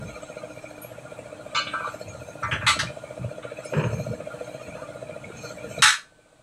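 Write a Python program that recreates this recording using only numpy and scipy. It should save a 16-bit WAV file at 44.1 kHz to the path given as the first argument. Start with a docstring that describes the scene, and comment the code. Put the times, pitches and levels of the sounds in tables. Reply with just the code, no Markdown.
"""Outdoors, a one-cylinder machine chugs over a drone while feet shuffle and loose metal clatters and tinkles.
From 1.5 s a steel tyre bar knocks, chatters and clanks on a lorry wheel's rim: decaying steel modes, struck.
At 3.7 s the bar drags over gritty rubber and the tyre thuds: gated grains and damped low modes.
Hollow knocks, a faint squeak and chinks of steel follow: short bursts in resonances, and a rising sine.
At 5.8 s the last blow is so loud that the recorder's limiter pulls everything down and lets go slowly."""
import sys
import numpy as np
from scipy import signal
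from scipy.fft import rfft, irfft
from scipy.io import wavfile
from scipy.ndimage import uniform_filter1d

SR = 44100
rng = np.random.default_rng(int(sys.argv[2]) if len(sys.argv) > 2 else 0)


def unload_wav(signal):
    """Save mono or channel-first audio to the path in sys.argv[1] as 16-bit WAV at rate SR, clipped to [-1, 1]."""
    wavfile.write(
        sys.argv[1],
        SR,
        np.round(np.clip(np.atleast_2d(signal).T, -1, 1) * 32767).astype(np.int16),
    )


N = 283210
NOW = np.arange(N) / SR
RING = np.arange(int(.6 * SR)) / SR  # time axis of one struck sound, s


# modes of the rim [pitch_hz, level_db, t60_s]
RIM_MODES = [(861, 1, .2), (1120, -7, .2), (1179, -5, .24), (1305, -6, .2), (1400, -5, .2), (1510, -2, .24),
             (1522, -22, 1.2), (1631, 3, .23), (1728, 1.5, .22), (1814, -6, .2), (2180, -9, .22),
             (2310, -9, .18), (2552, -4, .2), (2789, -11, .22), (3250, -9, .19), (3472, -3.5, .2),
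             (3828, -2, .22), (3860, -2, .21), (4030, -7, .21), (4200, -11, .23), (4920, -16, .27),
             (5335, -13, .25), (6056, -15, .18), (6433, -12, .17), (6800, -15, .18), (7560, -11, .18),
             (7704, -7, .2), (7865, -7, .19), (8258, -14, .16), (9082, -13, .18), (10900, -26, .2)]
# modes of the bar [pitch_hz, level_db, t60_s]
BAR_MODES = [(978, -7.5, .19), (1177, 2, 0.17), (1304, -1, 0.14), (1481, 1, 0.14), (1570, -1.5, 0.3),
             (2155, -13, 0.28), (2260, -2.5, .35), (2455, -4.5, 0.23), (2660, -7, 0.4), (2930, 1.5, 0.19),
             (3075, -8.5, 0.54), (3536, -1.5, 0.18), (4010, -5.5, 0.31), (4274, -4, .2), (4520, -15, .35),
             (4970, -12.5, 0.27), (5570, -18, .3), (5960, -16, 0.29), (6417, -22.5, .3), (6730, -18, 0.29),
             (7250, -13.5, .11), (8300, -17, .11)]
# modes of the lock ring [pitch_hz, level_db, t60_s]
LOCK_RING_MODES = [(945, -6, .25), (1095, -6, .2), (1175, -2, .24), (1324, 0, .28), (1410, -5, .35),
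                   (1814, -1, .26), (2040, 1, .18), (2369, -10, .4), (4264, -7, .22), (6562, -12, .23),
                   (7354, -14, .25), (7720, -8, .17), (7973, -8, .24), (8947, -13, .16), (9184, -14, .17),
                   (9680, -17, .24)]
# spectrum of the rim's crowd of weak, close modes [pitch_hz, density_db_per_hz]
CROWD_SPECTRUM = [(300, -61), (700, -46.5), (860, -7.5), (1200, 2), (1700, 5.5), (2300, -1), (2800, -3.5),
                  (3800, -3), (4250, -5.5), (4600, -6), (5400, -7.5), (7000, -12), (9000, -11),
                  (11500, -21.5), (15500, -44)]


def rim_crowd(length_s, hold, sag_db_per_s):
    """Many close modes of uneven strength sound as coloured noise that sags, then dies away."""
    crowd_t60_s = .26
    release_s = np.maximum(RING - hold * length_s, 0)
    fade = gain_of(-sag_db_per_s * RING - 60 * release_s / crowd_t60_s)
    rasp_db = 2.4 * wander(260)[:len(RING)] * np.exp(-RING / (2 * length_s))  # the contact rasps unevenly
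    grid_hz = np.arange(500, 16000, 45)
    unevenness_db = rng.uniform(-1, 1, len(grid_hz)) * np.interp(grid_hz, [1000, 6000], [5, 11])
    noise = coloured(rng.standard_normal(len(RING)), np.column_stack([grid_hz, unevenness_db]))
    return burst(coloured(noise, CROWD_SPECTRUM) * fade * gain_of(rasp_db))


def blow(rim_db, bar_db, lock_db, edge_hz, treble_db, length_s, node_hz, tilt_db_per_oct, crowd_db=4.0,
         hold=0.95, low_hz=870, node_db=-14, node_width_hz=170, sag_db_per_s=45):
    """Chatter rings rim, bar and lock ring; soft contact cuts treble, and modes with a node at the spot are muted."""
    attack_s = .002
    force = chatter(length_s, per_s=2500)
    crowd = rim_crowd(length_s, hold, sag_db_per_s)
    rim = burst(ring(force, RIM_MODES) + gain_of(crowd_db) * crowd)
    bar = paired(force, BAR_MODES)
    lock_ring = paired(force, LOCK_RING_MODES)
    steel = gain_of(rim_db) * rim + gain_of(bar_db) * bar + gain_of(lock_db) * lock_ring

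    grid_hz = np.arange(500, 16000, 45)
    off_node = (grid_hz % (2 * node_hz) - node_hz) / node_width_hz  # dips at odd multiples of node_hz
    spot_db = node_db * np.exp(-off_node ** 2) + tilt_db_per_oct * np.log2(grid_hz / 2000)
    steel = coloured_padded(steel, np.column_stack([grid_hz, spot_db]))
    steel = steel * (1 - np.exp(-RING / attack_s))
    high_pass = signal.butter(7, low_hz, "high", fs=SR, output="sos")
    steel = signal.sosfilt(high_pass, steel)  # small steel radiates no bass
    contact = [(edge_hz, 0), (edge_hz * 1.045, treble_db), (edge_hz * 2, treble_db * 1.23), (SR, treble_db * 1.8)]
    return coloured_padded(steel, contact)


# blows of bar on rim, part levels before the spot and contact filters; treble is that above the edge
# [start_s, rim_db, bar_db, lock_ring_db, contact_edge_hz, treble_db, chatter_s, first_muted_pitch_hz,
#  tilt_db_per_octave]
BLOW_EVENTS = [(1.546, -33.5, -21.5, -40, 7350, -16, 0.042, 1870, 1),
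               (1.666, -42, -35.5, -60, 4000, -30, 0.008, 1870, 6),
               (1.732, -32, -24, -29.5, 1600, -18.5, 0.02, 1890, -0.5),
               (1.798, -52, -32.5, -41, 1590, -20, 0.031, 1880, -1),
               (1.843, -24, -24, -29, 1440, -29, 0.0097, 1890, 4.5),
               (1.857, -42, -35, -40, 1480, -28, .006, 1890, 4),
               (1.867, -33, -34, -41, 1527, -19.5, 0.0092, 1870, 3.5),
               (2.426, -32, -33, -32, 2420, -13.5, 0.021, 2930, -3.5),
               (2.512, -23, -40.5, -33, 3360, -21, 0.02, 4000, 3),
               (2.608, -34.5, -33, -37, 2680, -24, 0.03, 2120, 0),
               (2.6646, -18, -29.5, -25, 4900, -5.5, 0.0072, 1630, -0.5),
               (2.677, -25.5, -23, -26, 9400, 1, 0.013, 1750, 1),
               (2.687, -26.5, -34, -23.5, 8300, -8, 0.033, 1710, 1),
               (2.7892, -25, -37.5, -33, 7040, -8, 0.016, 2400, 1.5),
               (3.424, -46, -46, -61, 3940, -18, 0.013, 1820, -1),
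               (4.758, -58, -43.5, -53, 1700, -26, 0.042, 2700, 2),
               (5.821, 12, -16, -19, 9500, -5, 0.078, 4600, 1)]


def blows():
    """Each blow of the bar sets the wheel's steel ringing."""
    out = np.zeros(N)
    for start_s, *how in BLOW_EVENTS:
        add(out, start_s, blow(*how))
    return out


# chinks of steel that stand out of the jingle [start_s, level_db, pitch_hz, t60_s]
CHINK_EVENTS = [(.218, -53, 7680, 0.12), (0.365, -56, 4060, 0.11), (0.65, -47.5, 2348, 0.19),
                (0.812, -45.5, 11340, 0.23), (.815, -54.5, 8930, 0.069), (.814, -60, 14800, 0.076),
                (2.01, -53, 4280, 0.1), (2.075, -50, 6570, 0.15), (2.425, -51, 5710, 0.051),
                (2.515, -51, 6040, 0.18), (2.86, -42, 2415, 0.18), (3.64, -50, 9300, .12),
                (3.645, -54, 5220, .14), (4.815, -45.5, 1180, 0.08), (5.235, -45, 2207, 0.32),
                (5.366, -53, 6450, 0.16), (5.37, -49, 2450, 0.22), (5.436, -52, 6150, 0.25),
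                (5.44, -51, 4400, 0.17), (5.703, -58, 7400, .25), (5.726, -43, 2420, 0.94),
                (5.78, -44.5, 3860, 0.17)]


def chinks(scrape_db=-12):
    """Light chinks scrape and swell as the steel slides: a swelling chatter drives three modes."""
    out = np.zeros(N)
    for start_s, level_db, pitch_hz, t60_s in CHINK_EVENTS:
        cluster = [(pitch_hz * 0.58, -14, t60_s), (pitch_hz, 0, t60_s), (pitch_hz * 1.05, -10, t60_s)]
        slide = resonate_twice(chatter(0.015) * RING, pitch_hz, pitch_hz / 7)
        chink = ring(slide, cluster) + gain_of(scrape_db) * burst(slide)
        add(out, start_s, gain_of(level_db) * chink)
    return out


# the tyre's damped modes before the stiffness factor [pitch_hz, level_db, t60_s]
TYRE_MODES = [(88, 1.5, 0.19), (127.3, 13, 0.19), (148.3, 12, 0.25), (187.3, 6, 0.28), (235, -1, 0.14),
              (396, -12, 0.069)]
# shoves on the rubber, level before the band filter [start_s, level_db, length_s, stiffness_pitch_factor]
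THUD_EVENTS = [(0.0, -42, 0.16, 0.4), (2.038, -38, 0.14, 0.66), (2.42, -35.5, 0.05, 0.73),
               (2.515, -29, 0.052, 0.73), (2.626, -33, 0.0069, 0.85), (2.67, -37, 0.085, 0.54),
               (2.762, -33, 0.079, 0.79), (2.81, -34, 0.048, 0.96), (3.185, -30, 0.061, 0.88),
               (3.238, -33.5, 0.013, 0.79), (3.737, -21, 0.071, 1.1), (3.832, -25.5, 0.032, 0.89),
               (3.916, -28.5, 0.033, 0.92), (3.985, -38, .09, 0.94), (5.824, -19, 0.018, 0.81)]


def tyre_thuds(low_hz=60, top_hz=450, give_s=0.0079):
    """Rubber slips in jerks and booms: a soft-edged chatter drives damped low modes."""
    out = np.zeros(N)
    for start_s, level_db, length_s, stiffness in THUD_EVENTS:
        modes = [(hz * stiffness, mode_db, t60_s) for hz, mode_db, t60_s in TYRE_MODES]
        shove = chatter(length_s, per_s=2700) * (1 - np.exp(-RING / give_s))
        add(out, start_s, gain_of(level_db) * ring(shove, modes))
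    return signal.sosfilt(signal.butter(3, [low_hz, top_hz], "band", fs=SR, output="sos"), out)


def slide_gain(start_s, level_db, hold_s):
    """The bar bites, slides while the push eases, then comes free."""
    attack_s, ease_db_per_s, release_db_per_s = 0.008, 33, 176
    t = np.maximum(NOW - start_s, 0)
    fall_db = ease_db_per_s * t + release_db_per_s * np.maximum(t - hold_s, 0)
    return np.minimum(t / attack_s, 1) * gain_of(level_db - fall_db)


# slides of the bar over gritty rubber [start_s, level_db, hold_s]
DRAG_EVENTS = [(3.73, -24.5, 0.089), (3.829, -31, 0.026), (3.907, -45, 0.061)]
# spectrum of the drag [pitch_hz, density_db_per_hz]
DRAG_SPECTRUM = [(60, -36), (130, -1), (240, -5), (450, 12.5), (560, 8), (720, -18), (950, 2.5), (1150, -4),
                 (1700, -3.5), (2100, -19), (2450, -4.5), (2900, -9), (3400, -28.5), (7000, -43),
                 (14000, -64)]


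def bar_drag(grains_per_s=14000):
    """Grit crunches under the dragged bar: random grains, jerking as the rubber grips and lets go."""
    grains = rng.standard_normal(N) * (rng.random(N) < grains_per_s / SR)
    jerks = gain_of(2 * wander(160))
    gain = sum(slide_gain(*row) for row in DRAG_EVENTS)
    return gain * evened(coloured(grains * jerks, DRAG_SPECTRUM))


# dull, hollow knocks [start_s, level_db, pitch_hz, t60_s]
KNOCK_EVENTS = [(4.338, -41, 490, 0.11), (4.412, -39.5, 490, 0.13), (5.301, -45, 324, 0.017),
                (5.442, -42, 477, 0.12)]


def knocks(contact_s=0.0029):
    """Dull, hollow knocks, each ringing on one low note."""
    out = np.zeros(N)
    for start_s, level_db, pitch_hz, t60_s in KNOCK_EVENTS:
        push = resonate(chatter(contact_s, per_s=3000), pitch_hz, pitch_hz / 2)
        add(out, start_s, gain_of(level_db) * ring(push, [(pitch_hz, 0, t60_s)]))
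    return out


def squeak(middle_s=4.795, half_s=.025, middle_hz=960, rise_hz_per_s=6000, level_db=-45):
    """A faint rising squeak as the bar's tip slips: a gliding sine of unsteady level."""
    pitch_hz = middle_hz + rise_hz_per_s * np.clip(NOW - middle_s, -2 * half_s, 2 * half_s)
    tone = np.sin(2 * np.pi * np.cumsum(pitch_hz) / SR)
    return gain_of(level_db + 2 * wander(120)) * bell(middle_s, half_s) * tone


# shuffles on ground and rubber [middle_s, level_db, half_length_s]
STEP_EVENTS = [(.03, -36, 0.07), (2.08, -50.5, 0.95), (4.04, -35, 0.18), (4.68, -43.5, 0.097),
               (5.2, -44, 0.23), (5.7, -40, 0.16)]
# spectrum of shuffling feet [pitch_hz, density_db_per_hz]
FEET_SPECTRUM = [(30, -19), (70, -1.5), (120, 7.5), (230, 3), (340, -25.5), (470, 6), (750, -36),
                 (3000, -45), (12000, -75)]


def feet():
    """Feet shuffle on ground and rubber: unsteady low noise that swells and fades."""
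    shuffle = coloured(rng.standard_normal(N) * gain_of(4 * wander(25)), FEET_SPECTRUM)
    return swells(STEP_EVENTS) * evened(shuffle)


STROKE_S = 0.068506
# the exhaust's broad resonances [pitch_hz, level_db, time_spread_s, unsteadiness_db]
EXHAUST_MODES = [(614, 2, .005, 1), (495, -10, 0.009, 4), (420, -19, .005, 5), (285, -16, .0065, 4),
                 (150, -13.5, 0.0071, 4), (1400, -18, 0.0018, 4)]


def exhaust_puff(t, bend, vary):
    """One puff excites the exhaust's resonances as short wave packets; long ones peak later."""
    build_s = .005
    out = np.zeros(len(t))
    for (hz, mode_db, spread_s, vary_db), chance in zip(EXHAUST_MODES, vary):
        envelope = np.exp(-((t - max(spread_s - build_s, 0)) / spread_s) ** 2)
        out += gain_of(mode_db + vary_db * chance) * envelope * np.cos(2 * np.pi * hz * bend * t)
    return out


# each stroke's puffs and their echoes [delay_s, level_db, unsteadiness_db]
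STROKE_PUFFS = [(-.0099, -15, 2), (0., 0.5, 1), (.0081, -14, 3), (.0153, -12.5, 2.5), (.035, -15, 1.5),
                (.0484, -20, 1)]
# level of the chug and strength of its echoes over time [time_s, level_db, echo_db]
CHUG_LEVELS = [(0, -43, -4.5), (0.449, -41, 2.5), (.78, -43.5, -8), (.86, -45, -15.5), (1.2, -42.5, 2.5),
               (1.9, -40.5, -2.5), (2.6, -43.5, 4), (2.72, -42, -10.5), (2.9, -40, 1), (3.4, -39, 2),
               (3.95, -36.5, -2), (4.4, -38.5, 4.5), (4.7, -42.5, 8), (5.15, -38.5, 4.5), (5.25, -52, 11),
               (5.37, -70, 0.5), (5.44, -43.5, 8), (5.8, -39.5, -3), (5.9, -43, 1.5)]
# steady drone; width is that of each of two cascaded resonances [pitch_hz, width_hz, level_db]
DRONE_BANDS = [(121.4, 12, -54.5), (151.8, 16, -63), (303.4, 18, -54), (616, 49, -59)]


def machine(pitch_scatter=0.018, echo_jitter_s=0.000804):
    """Every stroke puffs through the exhaust, no two quite alike; echoes follow, over a steady drone."""
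    t = np.arange(-SR // 50, SR // 50 + 1) / SR
    when_s, level_db, echo_db = np.transpose(CHUG_LEVELS)
    chug = np.zeros(N)
    for stroke_s in np.arange(.0278, N / SR, STROKE_S):
        for delay_s, puff_db, unsteady_db in STROKE_PUFFS:
            size, late, bend, *vary = rng.standard_normal(3 + len(EXHAUST_MODES))
            puff = exhaust_puff(t, 1 + pitch_scatter * bend, vary)
            is_echo = delay_s > .004
            gain = gain_of(puff_db + unsteady_db * size + is_echo * np.interp(stroke_s, when_s, echo_db))
            add(chug, stroke_s + delay_s + t[0] + is_echo * echo_jitter_s * late, gain * puff)
    return evened(chug) * gain_of(np.interp(NOW, when_s, level_db)) + bands(DRONE_BANDS)


# bands of the clatter, relative levels; width is per resonance [pitch_hz, width_hz, level_db]
CLATTER_BANDS = [(1236, 120, 6), (1407, 59, 10), (1600, 540, 3), (2375, 355, 10), (3206, 710, -1.5),
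                 (3935, 160, -3), (8370, 390, -4.5)]
# bands of the high, fine ring of loose metal, likewise [pitch_hz, width_hz, level_db]
TINKLE_BANDS = [(4210, 280, -0.5), (5400, 590, -7.5), (6403, 410, 1.5), (7630, 330, 0.5),
                (8850, 670, -10.5), (12400, 600, -9.5)]
# bouts of harder clatter [middle_s, level_over_resting_db, half_length_s]
CLATTER_BOUTS = [(.2, -1, 0.27), (1.73, 6, 0.2), (3.55, -2, 0.18), (4.5, -6, 0.6), (5.42, -2, 0.092),
                 (5.73, 2, 0.17)]
# bouts of tinkling, level before the throb [middle_s, level_db, half_length_s]
TINKLE_BOUTS = [(.12, -59, 0.21), (.6, -61, 0.14), (1.95, -56, 0.1), (2.33, -63, 0.46), (3.72, -53, 0.11),
                (4.0, -53, 0.13), (4.55, -61.5, 0.27), (5.46, -48, 0.08), (5.75, -49.5, 0.11)]


def rattle(clatter_db=-51.5, tinkle_db=-66, throb=0.19):
    """Loose metal clatters and tinkles in patchy noise bands, throbbing with the machine."""
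    clatter = bands(CLATTER_BANDS)
    tinkle = bands(TINKLE_BANDS)
    clatter = patchy(clatter, 6.5, 210, .045)
    tinkle = patchy(tinkle, 7.5, 170, .08)
    clatter_gain = gain_of(clatter_db) * (1 + swells(CLATTER_BOUTS))
    tinkle_gain = gain_of(tinkle_db) + swells(TINKLE_BOUTS)
    shake = 1 + throb * np.cos(2 * np.pi * (NOW - .0275) / STROKE_S)
    return shake * (clatter_gain * clatter + tinkle_gain * tinkle)


# spectrum of the open air [pitch_hz, density_db_per_hz]
AIR_SPECTRUM = [(25, -64), (60, -3.5), (110, -1), (200, 2), (380, -7.5), (600, 3), (900, -4.5), (2000, -18),
                (4000, -21), (5200, -27.5), (8300, -18), (11000, -30), (13000, -43.5), (15500, -37.5)]


def yard(level_db=-48):
    """Open-air rumble and hiss: coloured noise of slightly wandering level."""
    air = evened(coloured(rng.standard_normal(N), AIR_SPECTRUM))
    return gain_of(level_db) * air * gain_of(.8 * wander(5))


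def chatter(length_s, per_s=1100, first=1.0):
    """A first contact, then a quickly dying run of tiny rebounds."""
    force = rng.standard_normal(len(RING)) * (rng.random(len(RING)) < per_s / SR)
    force[0] = first
    return force * np.exp(-(RING / length_s) ** 2)


def ring(force, modes):
    """A force rings each (pitch_hz, level_db, t60_s) mode, some in push and some in pull."""
    signs = rng.choice([-1, 1], len(modes))
    out = np.zeros(len(force))
    for sign, (hz, level_db, t60_s) in zip(signs, modes):
        width_hz = np.log(1000) / np.pi / t60_s
        out += sign * gain_of(level_db) * burst(resonate(force, hz, width_hz))
    return burst(out)


def paired(force, modes, split=.007, twin_db=-6):
    """Steel that is not quite round rings each mode as a close, beating pair."""
    twins = [(hz * (1 + split * rng.uniform(0.56, 1.5)), db + twin_db, t60_s) for hz, db, t60_s in modes]
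    return ring(force, modes + twins)


def resonate(x, hz, width_hz):
    """One two-pole resonance."""
    r = np.exp(-np.pi * abs(width_hz) / SR)
    return signal.lfilter([1, 0, -1], [1, -2 * r * np.cos(2 * np.pi * hz / SR), r * r], x)


def resonate_twice(x, hz, width_hz):
    """Two equal resonances in cascade, for steeper skirts."""
    return resonate(resonate(x, hz, width_hz), hz, width_hz)


def bands(rows):
    """Sum of noise bands, each at rms 1 before its level."""
    out = np.zeros(N)
    for hz, width_hz, level_db in rows:
        out += gain_of(level_db) * evened(resonate_twice(rng.standard_normal(N), hz, width_hz))
    return out


def patchy(x, depth_db, patch_hz, patch_s):
    """Lets small patches of pitch and time flare and fade."""
    hz, t, z = signal.stft(x, SR, nperseg=1024, noverlap=768)
    across = np.fft.fftfreq(len(hz), hz[1])[:, None]
    along = np.fft.fftfreq(len(t), t[1])
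    smooth = np.exp(-(across * patch_hz) ** 2 - (along * patch_s) ** 2)
    field = evened(np.fft.ifft2(np.fft.fft2(rng.standard_normal(z.shape)) * smooth).real)
    flared = z * gain_of(depth_db * np.minimum(field, 2))
    return evened(signal.istft(flared, SR, nperseg=1024, noverlap=768)[1][:N])


def coloured(x, points):
    """Filters by a spectrum of (pitch_hz, level_db) rows."""
    f, db = np.transpose(points)
    hz = np.fft.rfftfreq(len(x), 1 / SR)
    return irfft(rfft(x) * gain_of(np.interp(np.log(hz + 1), np.log(f), db)), len(x))


def coloured_padded(x, points):
    """Filters a struck sound with silence behind it, so that its tail does not wrap to the start."""
    return coloured(np.pad(x, (0, len(RING))), points)[:len(RING)]


def wander(per_s):
    """Random knots joined by lines, scaled to rms 1."""
    knots = rng.standard_normal(2048)
    return evened(np.interp(NOW * per_s, np.arange(len(knots)), knots))


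def bell(middle_s, half_s):
    """A smooth rise and fall of height 1."""
    return np.exp(-((NOW - middle_s) / half_s) ** 2)


def swells(rows):
    """Summed gain of (middle_s, level_db, half_length_s) swells."""
    return sum(gain_of(db) * bell(middle_s, half_s) for middle_s, db, half_s in rows)


def gain_of(db):
    """Decibels to gain."""
    return 10 ** (np.asarray(db) / 20)


def evened(x):
    """Scales to rms 1."""
    return x / np.sqrt(np.mean(x ** 2) + 1e-20)


def burst(x):
    """Scales a short sound to the energy of 50 ms at rms 1."""
    return x / np.sqrt(np.sum(x ** 2) / (SR / 20) + 1e-20)


def add(mix, start_s, sound):
    """Adds a sound at a time."""
    part = mix[max(round(start_s * SR), 0):][:len(sound)]
    part += sound[:len(part)]


def scene():
    """Everything at the microphone."""
    steel = blows() + chinks()
    tyre = tyre_thuds() + bar_drag()
    return (steel + tyre + knocks() + squeak() + feet() + machine() + rattle() + yard())[None]


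def record(dry, limit_db=-12.0, recover_db_per_s=14, hiss_db=-62, edge_hz=15700):
    """A limiter with quick fall and slow recovery, the recorder's own hiss, then the band limit."""
    power_db = 10 * np.log10(abs(uniform_filter1d(dry[0] ** 2, size=300)) + 1e-12)
    recovery_db = NOW * recover_db_per_s
    held_db = np.maximum.accumulate(power_db + recovery_db) - recovery_db  # peak hold that sinks steadily
    over_db = np.maximum(held_db - limit_db, 0)
    limited = dry / gain_of(uniform_filter1d(over_db, size=60))
    hiss_spectrum = [(60, 5.5), (700, 1.0), (2000, -9.0), (4000, -8.0), (5200, -16.0), (8300, -7.5), (12000, -29.0)]
    hiss = evened(coloured(rng.standard_normal(N), hiss_spectrum))
    low_pass = signal.firwin(511, edge_hz, window=("kaiser", 9), fs=SR)
    return signal.oaconvolve(limited + gain_of(hiss_db) * hiss, low_pass[None], "same")


dry = scene()
out = record(dry)
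unload_wav(out)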